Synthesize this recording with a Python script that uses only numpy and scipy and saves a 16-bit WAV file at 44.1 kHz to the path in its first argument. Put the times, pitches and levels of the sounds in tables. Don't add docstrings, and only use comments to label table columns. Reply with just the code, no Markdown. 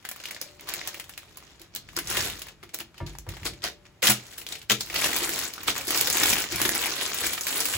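import sys
import numpy as np
from scipy import signal
from scipy.fft import rfft, irfft, next_fast_len
from scipy.io import wavfile
from scipy.ndimage import uniform_filter1d

SR = 44100
rng = np.random.default_rng(int(sys.argv[2]) if len(sys.argv) > 2 else 0)


def voltage_ratio(level):
    return 10 ** (np.asarray(level, float) / 20)


def pcm_store(signal):
    levels = np.round(np.clip(np.atleast_2d(signal), -1, 1) * 32767)
    wavfile.write(sys.argv[1], SR, levels.astype(np.int16).T)


N = 342657


def read(points, hz):
    f, value = np.transpose(points)
    return np.interp(np.log(hz + 1), np.log(f + 1), value)


def curve(rows, count):
    rows = np.array(rows)
    return np.interp(np.arange(N) / SR, rows[:, 0], rows[:, count])


def evened(x):
    return x / np.sqrt(np.mean(x ** 2) + 1e-20)


def add(mix, s, sound):
    part = mix[..., round(s * SR):][..., :sound.shape[-1]]
    part += sound[..., :part.shape[-1]]


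def coloured(x, points):
    hz = np.fft.rfftfreq(len(x), 1 / SR)
    return irfft(rfft(x) * voltage_ratio(read(points, hz)), len(x))


# (time [s], rustle level [dB], lift of thin small creases [dB])
HANDLING = [(0.0, -61, 4), (.11, -58, -10), (.22, -47, -1), (.39, -48.5, -10), (.56, -61, 4),
            (.78, -39, -1), (.84, -43, -9), (.99, -48, 3), (1.06, -57, 5), (1.55, -55, -7), (1.71, -75, -8),
            (1.95, -52, 2), (2.03, -46, 3), (2.23, -31, 6), (2.51, -52.5, -10), (2.6, -85, -8),
            (3.25, -75, 1), (3.4, -52, 0), (3.59, -58, -7), (3.8, -88, -2), (4.01, -93, -5),
            (4.22, -48, 2.5), (4.44, -52, 5), (4.68, -83, -6), (4.86, -53, 7), (4.95, -31, 3),
            (5.43, -31, 5), (5.52, -43, -3), (5.86, -41, 10.5), (5.9, -30.5, 2.5), (6.12, -31, 7),
            (6.42, -32, 5.5), (6.47, -38, -6), (6.55, -31.5, 3.5), (7.16, -33, 2), (7.44, -44.5, 13),
            (7.47, -31.5, 6.5), (7.77, -31.5, 10.5)]
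# (peak time [s], level [dB], swell from 20 dB down [ms],
# fade to 20 dB down [ms], lift of thin small creases [dB])
SURGES = [(.06, -56.5, 61, 86, -2), (.417, -44, 10, 107, 6), (.61, -50.5, 25, 130, -12),
          (.69, -35, 28, 126, -4), (0.884, -31.5, 27, 28, -6), (1.19, -65, 38, 150, -8),
          (1.38, -54.5, 35, 147, -9), (1.61, -50, 20, 83, -14), (1.757, -43, 28, 67, -14),
          (1.97, -27.5, 13, 31, -8), (2.117, -28.5, 51, 58, 2), (2.178, -25.5, 45, 93, 3.5),
          (2.64, -59, 25, 110, -4), (2.749, -33.5, 13.5, 12, 4), (2.808, -34.5, 23, 20, -3),
          (2.985, -52, 46, 37, -25), (3.072, -43.5, 11, 100, -1), (3.295, -45, 12, 150, -6),
          (3.458, -28.5, 12.5, 45, 3.5), (3.651, -25.5, 23, 54, 0.5), (3.866, -50, 19, 20, -22),
          (4.04, -20.5, 13, 103, 4), (4.101, -19, 44, 38, 9), (4.14, -36, 30, 83, 2),
          (4.39, -47.5, 32, 68, 18), (4.524, -37.5, 51, 82, 4.5), (4.71, -17.5, 14, 36, 2),
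          (4.814, -40, 38, 89, 12), (5.055, -24, 87, 58, 3.5), (5.17, -31, 39, 78, 6),
          (5.689, -18, 20, 34, 2.5), (5.76, -32.5, 30, 143, -1), (5.97, -28, 80, 151, 4.5),
          (6.251, -22.5, 130, 99, 4.5), (6.329, -22, 75, 99, 4), (6.65, -28.5, 67, 122, 4),
          (6.759, -25, 71, 27, 2), (6.82, -29.5, 26, 150, 9.5), (7.02, -31.5, 38, 130, 5),
          (7.27, -29, 134, 132, 7.5)]
SWELL_POWER, FADE_POWER = 2.0, 1.25


def work():
    t = np.arange(0, N, 32) / SR
    peak, db, swell, fade, thin_db = np.transpose(SURGES)[:, :, None]
    late_ms = (t - peak) * 1000
    rise = abs(late_ms / swell) ** SWELL_POWER
    fall = abs(late_ms / fade) ** FADE_POWER
    surge_db = db - 20 * np.where(late_ms < 0, rise, fall)
    steady_db = curve(HANDLING, count=1)[::32]
    power = np.vstack([voltage_ratio(2 * np.maximum(surge_db, -200)), voltage_ratio(2 * steady_db)])
    thin = np.vstack([thin_db + 0 * t, curve(HANDLING, count=2)[::32]])
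    total = power.sum(0)
    rows = 10 * np.log10(total), (power * thin).sum(0) / total
    return [np.interp(np.arange(N) / SR, t, row) for row in rows]


# (frequency [Hz], level per Hz [dB])
FILM = [(200, -7), (330, 3), (800, -0.5), (2000, 3), (4000, 4), (6500, 0.5), (9000, -4.5), (12000, -9),
        (16000, -6)]
SLACK_PER_DB, SLACK_LEVEL_DB = -0.1335, -41.5


def swarm(clumps, per_s=200, spread_db=3.3, cycles=1.8, hiss_db=-10, clump_db=2.2, patchy_db=2.4):
    t, out = np.arange(512) / SR, np.zeros(N)
    effort_db, thin_db = work()
    slack_db = SLACK_PER_DB * (np.maximum(effort_db, -70) - SLACK_LEVEL_DB)
    for hz in np.geomspace(300, 15000, 20):
        flips = rng.random(N) < per_s / SR
        size = voltage_ratio(spread_db * np.minimum(rng.exponential(1, N), 5)) * flips
        drive = evened(size * rng.choice([-1, 1], N)) + voltage_ratio(hiss_db) * rng.standard_normal(N)
        ring = np.exp(-t * hz / cycles) * np.sin(2 * np.pi * hz * t)
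        band = evened(signal.oaconvolve(drive, ring)[:N])
        lift_db = thin_db if hz > 7000 else slack_db if hz < 1000 else 0
        patch = evened(uniform_filter1d(rng.standard_normal(N), 2500))
        gain = voltage_ratio(read(FILM, hz) + lift_db + patchy_db * patch)
        out += gain * np.sqrt(hz) * band
    return voltage_ratio(effort_db + clump_db * clumps) * evened(out)


# (time [s], level [dB], ring [Hz], relative tick [dB], relative rattle [dB])
SNAPS = [(0.0456, -39, 1780, -14, -21), (0.0503, -23, 1760, -13, -8.5), (0.089, -28, 1830, 1, -11),
         (.1129, -33, 1160, -3.5, -1.5), (0.161, -35.5, 1270, -7, -6), (0.201, -31.5, 2840, -14, -10),
         (0.2373, -29, 2290, -21, -5), (0.2551, -19, 2860, -14, -13), (0.2846, -31.5, 2090, -15, -4),
         (.309, -26.5, 2140, -6.5, -7), (0.3467, -24, 4700, -20, -15), (.364, -27.5, 1950, -24, -13),
         (.414, -18, 5200, -8.5, -14), (.4868, -37, 2720, -26, -15), (.595, -33, 2300, -26, -11),
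         (.609, -33.5, 3660, -1, -23), (.6716, -36, 1190, -17, -6), (.688, -29.5, 1900, -3, -2.5),
         (0.7377, -22, 2620, -1, -10.5), (0.8138, -20, 2070, -30, -19), (.854, -33, 1910, -17, -10),
         (0.8739, -27.5, 2720, 1, -8), (.931, -32, 4880, -13.5, -14), (0.9435, -26, 2340, -13, -9),
         (0.9976, -23, 2130, -11, -9), (1.041, -36, 3330, -7, -13), (1.093, -37.5, 1380, -3, -3),
         (1.1367, -34, 3070, -18, -12), (1.1766, -27, 2260, -7.5, -7.5), (1.2313, -43, 1270, -15, -10),
         (1.3717, -37.5, 1090, 3.5, -11.5), (1.425, -38.5, 1180, -16, -16), (1.596, -39, 4500, -13, -11),
         (1.6161, -37, 4060, -7, -8.5), (1.7499, -31, 4570, 5, -15), (1.7603, -20.5, 4100, -8.5, -10),
         (1.8878, -35.5, 1840, -27, -6), (1.932, -40, 1160, -9, -14), (1.9656, -10.5, 5060, -11, -22),
         (1.9879, -19.5, 1670, -5.5, -7.5), (2.0587, -35, 1880, -18, -6), (2.0724, -16.5, 5900, -22, -14),
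         (2.1003, -31, 1940, 6, -8), (2.147, -22, 2650, -4, -14), (2.1691, -18.5, 1930, -12, -0.5),
         (2.299, -21, 2940, -10, -9), (2.393, -39, 4560, 7, -14), (2.418, -28, 3040, -7.5, -5),
         (2.468, -36.5, 1080, -11, -5.5), (2.484, -39.5, 2040, -12, 1.5), (2.6288, -36, 2040, -26, -8),
         (2.6344, -32, 1250, -14, -10), (2.691, -44.5, 2280, -31, -0.5), (2.7438, -26.5, 5600, 5.5, -16),
         (2.788, -32, 2300, 5, -21), (2.804, -26, 2820, -3.5, -15), (2.943, -44, 1260, -32, -5),
         (2.9793, -34.5, 2760, -15, -8), (3.0025, -29, 950, -35, -30), (3.0642, -34.5, 3720, -34, -2.5),
         (3.151, -34.5, 910, -31, -10.5), (3.1855, -25, 6140, -4.5, -21), (3.2657, -36, 924, -26, -16),
         (3.2896, -31, 2080, -5.5, -7), (3.3375, -35, 1220, -17, -8), (3.3678, -34, 810, -19, -4.5),
         (3.4316, -28.5, 2260, -16, -13), (3.4536, -24, 2620, -13, -10), (3.5344, -37, 2240, -17, -6),
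         (3.62, -35, 3380, -26, -6), (3.64, -8.5, 4700, -13, -26), (3.8532, -38, 2490, -32, -15),
         (4.0212, -25.5, 3350, -16, -2), (4.027, -17, 2290, -9.5, -2.5), (4.0488, -18, 1740, -18, -1.5),
         (4.0694, -7.5, 2930, -10.5, -3.5), (4.1049, -21, 1030, -13, -7), (4.267, -30, 6000, -13, -17),
         (4.3258, -39, 1940, -9, -7), (4.3816, -28.5, 3170, -4.5, -11), (4.4158, -30, 2700, -9, -12),
         (4.4653, -21, 3380, -17, -12.5), (4.488, -22, 4070, -13, -15), (4.5228, -21, 3600, -27, -8),
         (4.5534, -24.5, 2860, -20, -9.5), (4.6156, -35.5, 2870, -24, -4), (4.627, -45, 1800, -6, -3),
         (4.698, -8.5, 3020, -14, -7.5), (4.807, -16, 4400, -19, -6), (4.87, -36, 2610, -12, -5),
         (4.8992, -30, 1830, -21, -1), (4.9422, -26, 1740, -9, -6), (4.959, -15, 2920, -14, -8),
         (4.9896, -20, 2700, -8, -6.5), (5.042, -12, 2940, -18, -6), (5.1295, -15, 1940, -22, -13),
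         (5.1627, -21, 2400, -5.5, -1.5), (5.234, -22.5, 2530, -14, -4), (5.2922, -19.5, 1710, -0.5, -12.5),
         (5.335, -18.5, 6860, -14, -8.5), (5.39, -29.5, 2600, 0, -3), (5.435, -21, 5250, -15, -7),
         (5.5366, -25, 4610, -7, -11), (5.5792, -25.5, 1380, -27, -14), (5.6317, -35.5, 1310, -0.5, -2.5),
         (5.6838, -25, 2170, -24, -2), (5.7623, -27, 1030, -14, -1), (5.78, -23, 6760, 1, -17),
         (5.8102, -24, 2470, -8, -11), (5.871, -27, 4160, 0, -10), (5.88, -13, 4910, -15, -13.5),
         (5.9055, -20.5, 1900, -2, -5), (5.946, -15.5, 4930, -18, -14), (5.975, -12.5, 5000, -8, -11),
         (6.011, -8.5, 6640, -2.5, -17.5), (6.0715, -11, 3870, -9, -9), (6.1, -13.5, 5230, -5.5, -11),
         (6.127, -10, 6800, -16, -11), (6.1696, -14, 2400, -5, -8), (6.2575, -22, 2140, -8, -3),
         (6.3002, -10, 6200, -4.5, -11), (6.3301, -13, 2300, -10, -9), (6.3862, -20, 4270, -10, -8),
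         (6.4188, -14.5, 5540, -13, -12), (6.4397, -18.5, 2060, -8, -14), (6.5114, -22, 4500, -18, -12),
         (6.5219, -25.5, 1910, -4, -7), (6.559, -15.5, 5300, -4, -14), (6.6013, -20, 1180, -9, -9),
         (6.6159, -15.5, 2160, -0.5, -9), (6.6525, -13.5, 1750, -9, -7), (6.6917, -11.5, 1850, 3.5, -25.5),
         (6.7501, -21, 2150, 2.5, -11), (6.8139, -26, 1500, -3, -7), (6.9905, -27, 4610, -37.5, -25.5),
         (7.0114, -23, 2120, -8, -11), (7.062, -19, 5030, -23, -8), (7.143, -35, 1890, 7, -3),
         (7.265, -22, 2200, -4, -5.5), (7.3331, -26.5, 3400, -2, -1.5), (7.3775, -27, 1230, -17, 1),
         (7.4093, -15.5, 6260, -8.5, -12), (7.434, -25, 5200, -15, -7), (7.4679, -20.5, 2330, -4.5, -5),
         (7.5575, -26, 1130, 1, -15), (7.604, -15.5, 5200, -6, -8.5), (7.6546, -17, 2800, -4, -8.5),
         (7.7366, -23, 1780, -14, -0.5)]
SNAP_PAN_DB = 1.5


def snaps(cycles=2.0, rattle_s=.008, tick_s=.0008):
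    t, out = np.arange(1500) / SR, np.zeros((2, N))
    for s, db, hz, tick_db, rattle_db in SNAPS:
        tick_noise, rattle_noise = rng.standard_normal((2, len(t)))
        pan = voltage_ratio(np.array([[.5], [-.5]]) * SNAP_PAN_DB * rng.standard_normal())
        turn = 2 * np.pi * hz * t
        ring = np.exp(-t * hz / cycles) * (np.sin(turn) + 0.31 * np.sin(1.75 * turn))
        bright = signal.lfilter([1, -.5], 1, tick_noise)
        tick_shape = np.exp(-t / tick_s) + voltage_ratio(rattle_db + 4.0) * np.exp(-t / rattle_s)
        tick = voltage_ratio(tick_db + 3) * bright * tick_shape
        wide = signal.lfilter([1, 0, -1], [1, -1.7 * np.cos(2 * np.pi * hz / SR), .74], rattle_noise)
        rattle = voltage_ratio(rattle_db) * evened(wide) * np.exp(-t / rattle_s)
        add(out, s + .0006, voltage_ratio(db) * (tick + pan * (ring + rattle)))
    return out


# (time [s], level [dB], pitch [Hz])
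POPS = [(0.113, -55, 590), (0.202, -44, 541), (0.346, -40, 596), (0.414, -40, 533), (0.461, -41, 600),
        (0.738, -49, 350), (0.943, -47.5, 334), (0.991, -41, 520), (1.605, -45, 355), (1.748, -54, 634),
        (1.97, -29.5, 357), (2.168, -29, 347), (2.416, -41, 590), (2.631, -39.5, 353), (2.746, -59, 355),
        (2.81, -41, 347), (3.008, -37, 606), (3.268, -38, 507), (3.456, -30.5, 332), (3.644, -26.5, 657),
        (4.027, -24.5, 518), (4.465, -48, 443), (4.704, -43, 232), (4.904, -44, 348), (5.217, -26.5, 362),
        (5.286, -36, 350), (5.603, -42, 330), (5.678, -33, 397), (5.876, -26.5, 335), (6.012, -32, 452),
        (6.08, -25.5, 517), (6.151, -26, 340), (6.225, -24.5, 327), (6.524, -27, 350), (6.614, -24.5, 326),
        (6.654, -22.5, 340), (6.715, -28.5, 325), (7.461, -40, 570), (7.562, -46, 664), (7.661, -40, 650)]


def pops(cycles=3.03):
    t, out = np.arange(3000) / SR, np.zeros(N)
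    for s, db, hz in POPS:
        swing = t * hz * np.exp(-t * hz / cycles * 2)
        add(out, s, voltage_ratio(db + 2.5) * swing * np.sin(2 * np.pi * hz * t))
    return out


# (frequency [Hz], t60 [s])
ROOM = [(250, 0.43), (1000, 0.12), (4000, 0.22), (14000, 0.12)]


def room(x, count=3):
    taps = np.zeros((count, SR // 2))
    at = np.arange(200, SR // 2 - 20, 20) + rng.integers(0, 20, (count, (SR // 2 - 201) // 20))
    np.put_along_axis(taps, at, rng.choice([-1., 1.], at.shape), 1)
    hz, t, z = signal.stft(taps, SR, nperseg=256)
    tails = signal.istft(z * voltage_ratio(-60 * t / read(ROOM, hz)[:, None]), SR, nperseg=256)[1]
    phase = np.arange(N) / 9000 + np.arange(count)[:, None] / count
    turn = np.sin(np.pi * phase) * np.sqrt(2 / count)
    return signal.fftconvolve(x * turn, tails / np.linalg.norm(tails[0]), axes=1)[:, :N].sum(0)


# (time [s], level [dB])
PATS = [(4.081, -25), (4.7, -29.5), (5.689, -44), (6.597, -40)]
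# (frequency [Hz], level [dB], t60 [s])
COUNTER = [(123, -3.5, 0.3), (210, 2.5, 0.2), (323, -2, 0.16), (365, -7, 0.057), (452, -31, 0.047)]


def pats():
    t, out = np.arange(SR // 2) / SR, np.zeros(N)
    ring = sum(voltage_ratio(db - 60 * t / t60) * np.sin(2 * np.pi * hz * t) for hz, db, t60 in COUNTER)
    soft_onset = 1 - np.exp(-(t / 0.015) ** 2)
    for s, db in PATS:
        add(out, s, voltage_ratio(db + 4.5) * ring * soft_onset)
    return out


# (time [s], level [dB], hardness as level of scuff and upper modes [dB])
BUMPS = [(2.17, -43, -29), (3.003, -32, -2), (3.269, -38, -4.5), (3.409, -41, -9), (3.498, -47, -12),
         (7.741, -41.5, -10)]
# (frequency [Hz], level [dB], t60 [s])
GRIP = [(50.6, -12.5, 0.93), (92.4, 9.5, 0.13), (150.7, -11.5, 0.63), (338, -20.5, 0.7), (544, -13, 0.11),
        (646, -17, 0.19), (950, -16, 0.26), (1180, -19, 0.2), (1380, -20, 0.089), (1750, -23, 0.25),
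        (2150, -25, 0.18)]


def bumps():
    t, out = np.arange(SR // 2) / SR, np.zeros(N)
    for s, db, hard_db in BUMPS:
        modes = np.zeros(len(t))
        for hz, mode_db, t60 in GRIP:
            level = voltage_ratio(mode_db + hard_db * (hz > 120) - 60 * t / t60)
            onset = 1 - np.exp(-(t * hz / 2.2) ** 2)
            modes += level * np.sin(2 * np.pi * hz * t) * onset
        dull = signal.lfilter([.1], [1, -1.6, .7], rng.standard_normal(len(t)))
        scuff = dull * np.exp(-t / 0.043)
        add(out, s, voltage_ratio(db + hard_db - 7.5) * scuff)
        add(out, s, voltage_ratio(db + 10) * modes)
    return out


# (frequency [Hz], level per Hz [dB])
LOW = [(12, -40), (30, -4), (55, 8.5), (145, 3.5), (204, -1.5), (253, -11), (300, -3), (390, -5),
       (660, -120)]
# (time [s], level [dB])
SHIFTING = [(0.0, -64.5), (.85, -59), (1.7, -60.5), (1.88, -54.5), (2.21, -42.5), (2.45, -57.5),
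            (2.95, -62.5), (3.45, -53.5), (3.95, -62.5), (4.6, -60), (5.0, -51), (5.4, -59), (6.0, -53.5),
            (6.35, -48), (6.49, -57), (6.55, -40.5), (7.0, -65), (7.3, -53.5), (7.68, -67), (7.77, -55)]
PUSH_DB, PUSH_S = -26, 0.033
SHAKE_DB, SHAKE_RISE_S, SHAKE_T60_S = -1, 0.028, 0.48


def rumble():
    common, left, right = (evened(coloured(v, LOW)) for v in rng.standard_normal((3, N)))
    t = np.arange(N) / SR
    effort_db = work()[0]
    push = uniform_filter1d(voltage_ratio(2 * (effort_db + PUSH_DB)), int(PUSH_S * SR))
    power = voltage_ratio(2 * curve(SHIFTING, count=1)) + push
    for s, db, _ in BUMPS:
        late = np.maximum(t - s, 0)
        rise = np.minimum(late / SHAKE_RISE_S, 1) ** 2
        power = power + voltage_ratio(2 * (db + SHAKE_DB - 60 * late / SHAKE_T60_S)) * rise
    return np.sqrt(abs(power)) * (common + voltage_ratio(-6) * np.array([left, right]))


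# (frequency [Hz], level [dB])
HUM = [(369, -76), (588, -71), (791, -84)]
# (time [s], gain [dB])
HUM_SWELL = [(0.0, -22), (.3, -11), (.5, 9.5), (.95, 8), (1.2, -2), (2.8, -23.5), (3.7, 10), (4.0, -4),
             (4.6, -15.5), (7.77, -7.5)]


def fridge():
    t = np.arange(N) / SR
    hum = sum(voltage_ratio(db) * np.sin(2 * np.pi * (hz * t + rng.random())) for hz, db in HUM)
    return hum * voltage_ratio(curve(HUM_SWELL, count=1) + np.array([[6], [-6]]))


# (frequency [Hz], level per Hz [dB])
AIR = [(100, -14), (200, 2), (700, 0), (2800, -5), (8000, -15), (15000, -22)]
AIR_DB = -61.5


def room_air():
    return voltage_ratio(AIR_DB) * evened(coloured(rng.standard_normal(N), AIR))


def bag(clumps):
    low_cut = signal.butter(2, 230, "high", fs=SR, output="sos")
    film = signal.sosfilt(low_cut, swarm(clumps) + snaps() + pops())
    return film + voltage_ratio(-7.5) * room(film.mean(0)) + room_air()


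# (frequency [Hz], likeness 0 to 1)
SAME = [(100, 1), (350, 0.86), (600, 0.6), (1900, 0.59), (3600, 0.19), (5700, 0.11), (6600, 0.48),
        (7500, .999)]
# (frequency [Hz], lead [rad])
LEAD = [(1900, 0.19), (3200, -2.14), (4400, -4), (5500, 2), (6200, -0.88)]
# (frequency [Hz], left minus right [dB])
BALANCE = [(100, -5), (600, 2.5), (2000, 1), (5000, 1.4), (7000, 0.4)]
SPLIT_HZ, LAG_S = 6437, 0.00024


def ports(x, aside):
    size = next_fast_len(N + 2048)
    hz = np.fft.rfftfreq(size, 1 / SR)
    same = np.clip(read(SAME, hz), 0, 1)
    lead = read(LEAD, hz) + 2 * np.pi * LAG_S * np.maximum(hz - SPLIT_HZ, 0)
    right = same * rfft(x[1], size) + 1j * np.sqrt(1 - same ** 2) * rfft(aside[1], size)
    right = right * voltage_ratio(-read(BALANCE, hz)) * np.exp(1j * lead)
    return np.array([x[0], irfft(right, size)[:N]])


def scene():
    clumps = evened(uniform_filter1d(rng.standard_normal(N), 300))
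    film = ports(bag(clumps), bag(clumps))
    return film + pats() + bumps() + rumble() + fridge()


def band_limit(x):
    return signal.sosfilt(signal.butter(12, 17000, fs=SR, output="sos"), x)


def record(dry):
    edge = signal.firwin(255, 15900, window=("kaiser", 6), fs=SR)
    mix = signal.oaconvolve(np.tanh(dry), edge[None], "same")
    return band_limit(mix)


dry = scene()
out = record(dry)
pcm_store(out)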